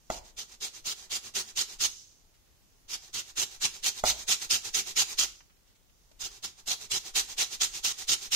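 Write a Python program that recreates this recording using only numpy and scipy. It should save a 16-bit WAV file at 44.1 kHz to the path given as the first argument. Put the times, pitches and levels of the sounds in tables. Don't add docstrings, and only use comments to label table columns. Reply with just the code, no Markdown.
import sys
import numpy as np
from scipy import signal
from scipy.fft import rfft, irfft, next_fast_len
from scipy.io import wavfile
from scipy.ndimage import uniform_filter1d, map_coordinates

SR = 44100
rng = np.random.default_rng(int(sys.argv[2]) if len(sys.argv) > 2 else 0)


def transcribe(signal):
    frames = np.atleast_2d(signal).T
    limited = np.clip(frames, -1, 1)
    pcm = np.round(limited * 32767).astype(np.int16)
    wavfile.write(sys.argv[1], SR, pcm)


def to_linear_factor(level_db):
    exponent = np.asarray(level_db, float) / 20
    return 10 ** exponent


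N = 368235

# [t/s, level/dB, hold/s, lean over the hold/dB]
CUT_STROKES = [(0.124, -45, 0.069, -9), (0.388, -40, 0.041, -7), (0.624, -36, 0.046, -2.5),
               (0.863, -34, 0.067, -4), (1.115, -32, 0.05, 6), (1.357, -30.5, 0.053, -3),
               (1.573, -29, 0.052, 0.5), (1.806, -27.5, 0.055, 6), (2.901, -37, 0.049, 8),
               (3.15, -33.5, 0.057, -5.0), (3.374, -29.5, 0.064, 2), (3.618, -29, 0.041, 7.5),
               (3.841, -27.5, 0.046, 2.5), (4.054, -26, 0.048, 7.5), (4.286, -25.5, 0.052, 1.5),
               (4.509, -25, 0.053, 0.5), (4.747, -26.5, 0.053, 1), (4.968, -25, 0.055, 2.5),
               (5.19, -26.5, 0.06, -6.5), (6.213, -37, 0.053, 2.5), (6.446, -36.5, 0.022, -9.5),
               (6.679, -30.5, 0.055, 2.5), (6.917, -31, 0.065, -4.5), (7.158, -25.5, 0.044, -0.5),
               (7.384, -27.5, 0.044, 5.5), (7.614, -26.5, 0.038, -1), (7.847, -30, 0.075, -12.5),
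               (8.089, -26, 0.055, -2), (8.325, -25.5, 0.041, 1)]
FIRM_DB = -26.5


def unit(x):
    return x / np.sqrt(np.mean(x ** 2) + 1e-20)


def along(points, hz):
    f, value = np.transpose(points)
    return np.interp(np.log(hz + 1), np.log(f + 1), value)


def wobble(rate):
    knots = rng.standard_normal(int(N / SR * 400) + 4)
    return map_coordinates(knots, [np.arange(N) * min(rate, 400) / SR])


def filtered(x, response):
    m = next_fast_len(N + SR // 2)
    return irfft(rfft(x, m) * response(np.fft.rfftfreq(m, 1 / SR)), m)[..., :N]


def resonances(modes, f):
    total = 0
    for k, (centre, width, db) in enumerate(modes):
        damping = 1j * f * width
        total = total + (-1) ** k * to_linear_factor(db) * damping / (centre * centre - f * f + damping)
    return total


def spread(pair, likeness):
    def mid_side_gains(hz):
        angle = np.arccos(np.clip(along(likeness, hz), -1, 1)) / 2
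        return np.array([np.cos(angle), np.sin(angle)])

    mid, side = filtered(pair, mid_side_gains)
    return np.array([mid + side, mid - side])


def pressure(rows, knee_db, land_s=1):
    out, t = np.zeros(N + SR), np.arange(-SR // 10, SR // 2) / SR
    soft = lambda db: knee_db * np.logaddexp(0, db / knee_db)
    for s, db, length, lean_db, rise, fall in rows:
        lean = lean_db * np.clip(t / length - 0.5, -0.5, 0.5)
        landing = 1000 * 2 * np.minimum(t + land_s, 0)
        edges = soft(-1000 * rise * t) + soft(1000 * fall * (t - length))
        out[round(s * SR):][:len(t)] += to_linear_factor(db + lean + landing - edges)
    return out[SR // 10:][:N]


def strokes():
    # [t/s, level/dB, hold/s, lean over the hold/dB]
    return_strokes = [(0.25, -57, 0.057, -6), (0.496, -52, 0.054, 1), (0.746, -49.5, 0.056, -9.5),
                      (0.971, -50, 0.091, -4), (1.248, -44, 0.045, -5.5), (1.465, -50, 0.042, 9),
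                      (1.698, -47, 0.064, -10.5), (3.03, -54, 0.067, -6.5), (3.25, -52, 0.059, 10.5),
                      (3.518, -49, 0.05, -3), (3.743, -49.5, 0.063, -14), (3.969, -39, 0.032, -3),
                      (4.184, -42, 0.047, -1), (4.42, -36.5, 0.039, -5.5), (4.653, -38, 0.042, -6),
                      (4.872, -39, 0.048, -3.5), (5.094, -37.5, 0.044, -2), (6.31, -52, 0.071, 2.5),
                      (6.585, -53.5, 0.028, -3), (6.812, -45.5, 0.053, -7), (7.056, -43.5, 0.049, -6.5),
                      (7.296, -41, 0.039, -3), (7.521, -36.5, 0.032, 1), (7.748, -37, 0.043, -4),
                      (7.985, -40.5, 0.053, -2.5), (8.217, -40.5, 0.052, 1)]
    # [t/s, level/dB, hold/s, lean/dB, fall/dB per ms]
    peel_drags = [
        (0.02, -71, 0.065, 4, 0.3),
        (1.89, -50.5, 0.04, -4, 0.12),
        (2.0, -60, .09, -5, .09),
        (2.72, -76, 0.11, -3, 0.2),
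        (5.3, -59.5, .075, 1, 0.22),
        (5.96, -75, 0.17, 1.5, .3),
    ]
    reach_s, lift_db = 0.086, 29
    cuts = []
    for s, db, hold, lean in CUT_STROKES:
        bite = max(1.5 + 0.061 * (db - FIRM_DB), 0.4)
        lift = lift_db / 1000 / max(reach_s - hold, 0.008)
        cuts.append((s, db, hold, lean, bite, lift))
    returns = [(*row, 0.75, 1) for row in return_strokes]
    drags = [(*row[:4], 0.1, row[4]) for row in peel_drags]
    return (pressure(cuts, knee_db=3.0, land_s=0.018), pressure(returns, knee_db=5.5),
            pressure(drags, knee_db=2.5))


def floor():
    # [f/Hz, density/dB per Hz]
    air_colour = [(15, -32), (25, 1), (50, -5.5), (80, -10), (150, -14.5), (270, -18.5), (500, -21.5),
                  (1000, -25.5), (1700, -28.5), (3000, -27), (6500, -26), (8500, -30.5), (12000, -29.5),
                  (15800, -29)]
    # [f/Hz, likeness]
    air_likeness = [(60, 0.24), (200, .35), (600, 0.044)]
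    air = filtered(rng.standard_normal((2, N)), lambda hz: to_linear_factor(along(air_colour, hz)))
    return to_linear_factor(-67 + 2.5 + 0.6 * wobble(6)) * unit(spread(air, air_likeness))


def kitchen(x):
    # [f/Hz, t60/s]
    room_decay = [(200, 0.72), (800, 0.38), (3000, 0.36), (7000, 0.34), (14000, 0.31)]
    out, step = np.zeros((2, N + SR)), SR // 3
    for at in range(0, N, step):
        hz, t, z = signal.stft(rng.standard_normal((2, SR // 2)), SR, nperseg=256)
        decay = to_linear_factor(-60 * t / along(room_decay, hz)[:, None])
        tail = signal.istft(z * decay, SR, nperseg=256)[1]
        tail = tail / np.linalg.norm(tail[0])
        wet = signal.fftconvolve(x[::-1, at:at + step], tail, axes=1)
        out[:, at + SR // 200:][:, :wet.shape[1]] += wet
    return out[:, :N]


def table():
    # [t/s, peak/dB]
    lurches = [
        (.16, -46),
        (1.79, -60),
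        (2.25, -62),
        (4.05, -61),
        (4.98, -58),
        (5.23, -59),
        (6.239, -52),
        (7.21, -54),
        (7.74, -54),
        (8.14, -62),
    ]
    out, t = np.zeros(N + SR), np.linspace(-0.05, 0.05, SR // 10)
    push = -t / 0.012 * np.exp(-(t / 0.018) ** 2)
    for s, db, *_ in CUT_STROKES:
        start = round((s - 0.018) * SR + 0.05 * SR)
        out[start:][:len(t)] += to_linear_factor(0.87 * db - 26.5 + rng.normal(0, 2.5)) * push
    sway = np.abs(uniform_filter1d(sum(strokes()), round(0.22 * SR))) / to_linear_factor(FIRM_DB)
    weight = to_linear_factor(-62.5 + 2.9 * wobble(6)) * sway ** 0.4
    for s, db in lurches:
        since = np.arange(N) / SR - s
        weight = weight + to_linear_factor(db) * np.exp(np.minimum(since / 0.03, -since / 0.07))
    table_modes = [(30, 27, -1.8), (50, 11, -0.16)]
    shake = filtered(rng.standard_normal((2, N)), lambda hz: resonances(table_modes, hz))
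    rumble = to_linear_factor(-4.5) * weight * unit(spread(shake, [(40, 1.0)]))
    return (out[SR // 10:][:N] + rumble) * to_linear_factor([[1.2], [-1.2]])


def touches():
    # [t/s, peak/dB, length/s, centre f/Hz]
    scuffs = [(2.335, -62.5, 0.024, 5070), (2.459, -69, 0.019, 4000), (5.403, -50.5, 0.0085, 2410),
              (5.494, -59.5, 0.017, 2480), (5.565, -63, 0.0079, 4920), (5.662, -62, 0.047, 5030),
              (5.75, -60, 0.015, 5900), (5.894, -61, 0.0083, 3510), (6.111, -55, 0.0092, 494),
              (6.114, -53.5, 0.0055, 5020), (6.45, -49, 0.018, 160)]
    out, t = np.zeros((2, N + SR)), np.arange(SR // 5) / SR
    for s, db, length, hz in scuffs:
        band = signal.butter(2, [hz / 3.0, hz * 1.3], "bp", fs=SR)
        puff = unit(signal.lfilter(*band, rng.standard_normal((2, len(t)))))
        swell = (t / length) * np.exp(1 - 2 * t / length)
        out[:, round(s * SR):][:, :len(t)] += to_linear_factor(db) * puff * swell
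    return out[:, :N]


def knocks():
    # [t/s, peak/dB]
    blows = [
        (0.1015, -22),
        (4.0387, -17.5),
    ]
    # [f/Hz, level/dB, t60/s]
    rim_modes = [(374, -9.5, 0.039), (650, -7, 0.03), (723, -1.5, 0.033), (867, -2, 0.027),
                 (1050, -5.5, 0.03), (1183, -4.5, .018), (1360, -7.5, 0.028), (1960, -9, .018),
                 (2610, -12.5, 0.026), (3320, -13.5, 0.021), (4000, -17.5, .015), (5400, -15, 0.012),
                 (6760, -7.5, .016)]
    # [delay/s, level/dB]
    early_echoes = [
        (.0015, -4.5),
        (.0048, -12),
        (.0095, -9),
        (0.012, -15),
    ]
    # [f/Hz, width/Hz, level/dB]
    rocking_modes = [(370, 120, -7), (644, 160, -2), (900, 180, -2)]
    out, t = np.zeros((2, N + SR)), np.arange(SR // 3) / SR
    rocking = unit(filtered(rng.standard_normal((2, N)), lambda hz: resonances(rocking_modes, hz)))
    for s, db in blows:
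        at = round(s * SR)
        out[:, at:at + len(t)] += to_linear_factor(db - 20 - 60 * t / 0.4) * rocking[:, at:at + len(t)]
        ring = 0
        for hz, level_db, t60 in rim_modes:
            decay = to_linear_factor(level_db + rng.normal(0, 1.7) - 60 * t / t60)
            ring = ring + decay * np.sin(2 * np.pi * hz * t)
        rattle = to_linear_factor(-15.5 - 60 * t / 0.025) * rng.standard_normal((2, len(t)))
        thud = to_linear_factor(-23 - 60 * t / 0.55) * np.sin(2 * np.pi * 56 * t)
        contact = 1 - np.exp(-t / 0.00015)
        blow = -to_linear_factor(db - 3.5) * (ring + rattle + thud) * contact
        for late, loss_db in [(0, 0)] + early_echoes:
            sway = to_linear_factor(rng.normal(0, 0.79, (2, 1))) if late else 1
            out[:, round((s + late) * SR):][:, :len(t)] += to_linear_factor(loss_db) * sway * blow
    left_lag = round(0.00007 * SR)
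    return np.array([np.roll(out[0], left_lag), out[1]])[:, :N]


def fibres(spiky_db, patchy_db):
    size_db = spiky_db * np.minimum(rng.exponential(size=(2, N)), 4.5)
    tears = rng.standard_normal((2, N)) * to_linear_factor(size_db)
    z = signal.stft(tears, nperseg=256)[2]
    patches = uniform_filter1d(rng.standard_normal(z.shape[1:]), size=3, axis=0)
    patches = uniform_filter1d(patches, size=8, axis=1)
    return unit(signal.istft(z * to_linear_factor(patchy_db * unit(patches)), nperseg=256)[1][:, :N])


def grating():
    # [f/Hz, density/dB per Hz]
    tear_colour = [(710, -30.5), (1200, -21), (1320, -12.5), (1640, -17.5), (1790, -14), (2500, -10.5),
                   (2870, -3), (4190, -3.5), (4470, -3), (6600, -1.5), (8540, -12), (14500, -17.5),
                   (15800, -22)]
    # [f/Hz, density/dB per Hz]
    slide_colour = [(710, -39.5), (1200, -19), (2150, -12.5), (2340, -9.5), (2550, -8.5), (3030, -5.5),
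                    (6320, -2), (9420, -13.5), (14800, -17), (15800, -27.5)]
    # [f/Hz, width/Hz, level/dB]
    sheet_modes = [(2310, 130, -6.5), (2972, 99, 1.5), (3880, 160, -11), (4726, 38, 2.5), (5546, 85, -3),
                   (5520, 140, -1), (6496, 30, -2), (6540, 41, 7.5), (7260, 260, -8.5), (9940, 86, -10.5),
                   (10400, 180, -24)]
    # [f/Hz, width/Hz, level/dB]
    fine_teeth = [(6100, 2600, -0.2)]
    # [f/Hz, width/Hz, level/dB]
    bowl_modes = [(98, 50, -4.5), (225, 34, -3.5), (380.4, 79, -0.5), (776, 96, 0.5), (980, 240, -0.5),
                  (1420, 880, -4.5), (1970, 150, -0.5)]
    # [f/Hz, likeness]
    near_likeness = [(100, 0.9), (400, 0.97), (1000, 0.28), (2500, 0.2), (6000, 0.18), (14000, 0.2)]
    catching = to_linear_factor(0.9 * wobble(60) + 0.92 * wobble(300))
    rows_per_s = 150 * to_linear_factor(3.1 * wobble(25))
    row_phase = np.cumsum(rows_per_s) / SR % 1
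    snag = to_linear_factor(2 * (0.5 - row_phase))
    cut, back, drag = catching * snag * strokes()

    sheet = lambda hz: 1 + to_linear_factor(-2) * resonances(sheet_modes, hz)
    tearing = lambda hz: to_linear_factor(along(tear_colour, hz)) * sheet(hz)
    sliding = lambda hz: to_linear_factor(along(slide_colour, hz)) * sheet(hz)
    dragging = lambda hz: to_linear_factor(along(slide_colour, hz)) * (0.37 + resonances(fine_teeth, hz))
    tear = cut * unit(filtered(fibres(spiky_db=1.5, patchy_db=2.16), tearing))
    slide = back * unit(filtered(fibres(spiky_db=0.3, patchy_db=0.5), sliding))
    slide += drag * unit(filtered(fibres(spiky_db=-1.0, patchy_db=0.5), dragging))

    hum = lambda hz: resonances(bowl_modes, hz)
    swing = ((cut + to_linear_factor(3.5) * back) / to_linear_factor(FIRM_DB)) ** 0.8
    force = to_linear_factor(FIRM_DB - 19 + 0.93 * wobble(3.6)) * swing
    norm = np.std(filtered(rng.standard_normal(N), hum))
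    bowl = filtered(force * fibres(spiky_db=1.5, patchy_db=2.5), hum) / norm
    return spread(to_linear_factor(1.5) * (tear + slide) + bowl, near_likeness)


def scene():
    rub, blows = grating() + touches(), knocks()
    room = kitchen(to_linear_factor(-13.0) * rub + to_linear_factor(-14) * blows)
    return rub + blows + room + table() + floor()


def thinned(x):
    # [f/Hz, share]
    weak_share = [(1000, .3), (6500, .4), (8500, 0.96), (15000, 0.98)]
    # [f/Hz, share]
    dropped_share = [(1800, 0), (2600, .02), (4200, .04), (5500, .02), (7000, .02), (8500, .08),
                     (14000, .08), (15000, .15), (15500, .4)]
    hz, t, z = signal.stft(x, SR, nperseg=1024)
    band = np.arange(len(hz)) // 6
    offset = rng.integers(4, size=(band[-1] + 1, 1))
    stretch = (np.arange(len(t)) + offset) // 4
    luck = np.take_along_axis(rng.random(stretch.shape), stretch, axis=1)[band]
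    size = np.sqrt(np.sum(np.abs(z) ** 2, axis=0))
    strong = size > along(weak_share, hz)[:, None] * uniform_filter1d(size, size=16, axis=0)
    kept = luck > along(dropped_share, hz)[:, None]
    return signal.istft(z * strong * kept, SR, nperseg=1024)[1][:, :N]


def roll_off(x):
    return signal.sosfilt(signal.butter(12, 16390, fs=SR, output="sos"), x)


def record(dry):
    # [f/Hz, left minus right/dB]
    port_tilt = [(60, 1.5), (92, 6), (140, -2.5), (210, 2.5), (330, 6.5), (500, 1.5), (770, -4.5),
                 (1170, 0.5), (1790, -1), (2740, -1), (4190, 2), (6410, -6.5), (9810, -4.5), (15000, 0.5)]
    # [f/Hz, lead of the left/rad]
    port_lead = [(0, -0.13), (1290, -0.9), (1550, -2), (1980, 0.2), (2930, 0), (3620, 3.5), (5510, -1.5),
                 (6030, 5.5), (8960, 12.5), (10200, 15.5), (12000, 16.5), (14400, 20), (15300, 13),
                 (15900, 22.5)]
    side = np.array([[0.5], [-0.5]])

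    def port_response(hz):
        lead = np.interp(hz, *np.transpose(port_lead))
        return to_linear_factor(side * along(port_tilt, hz)) * np.exp(1j * side * lead) * (hz < 15750)

    return roll_off(thinned(filtered(dry, port_response)))


dry = scene()
out = record(dry)
transcribe(out)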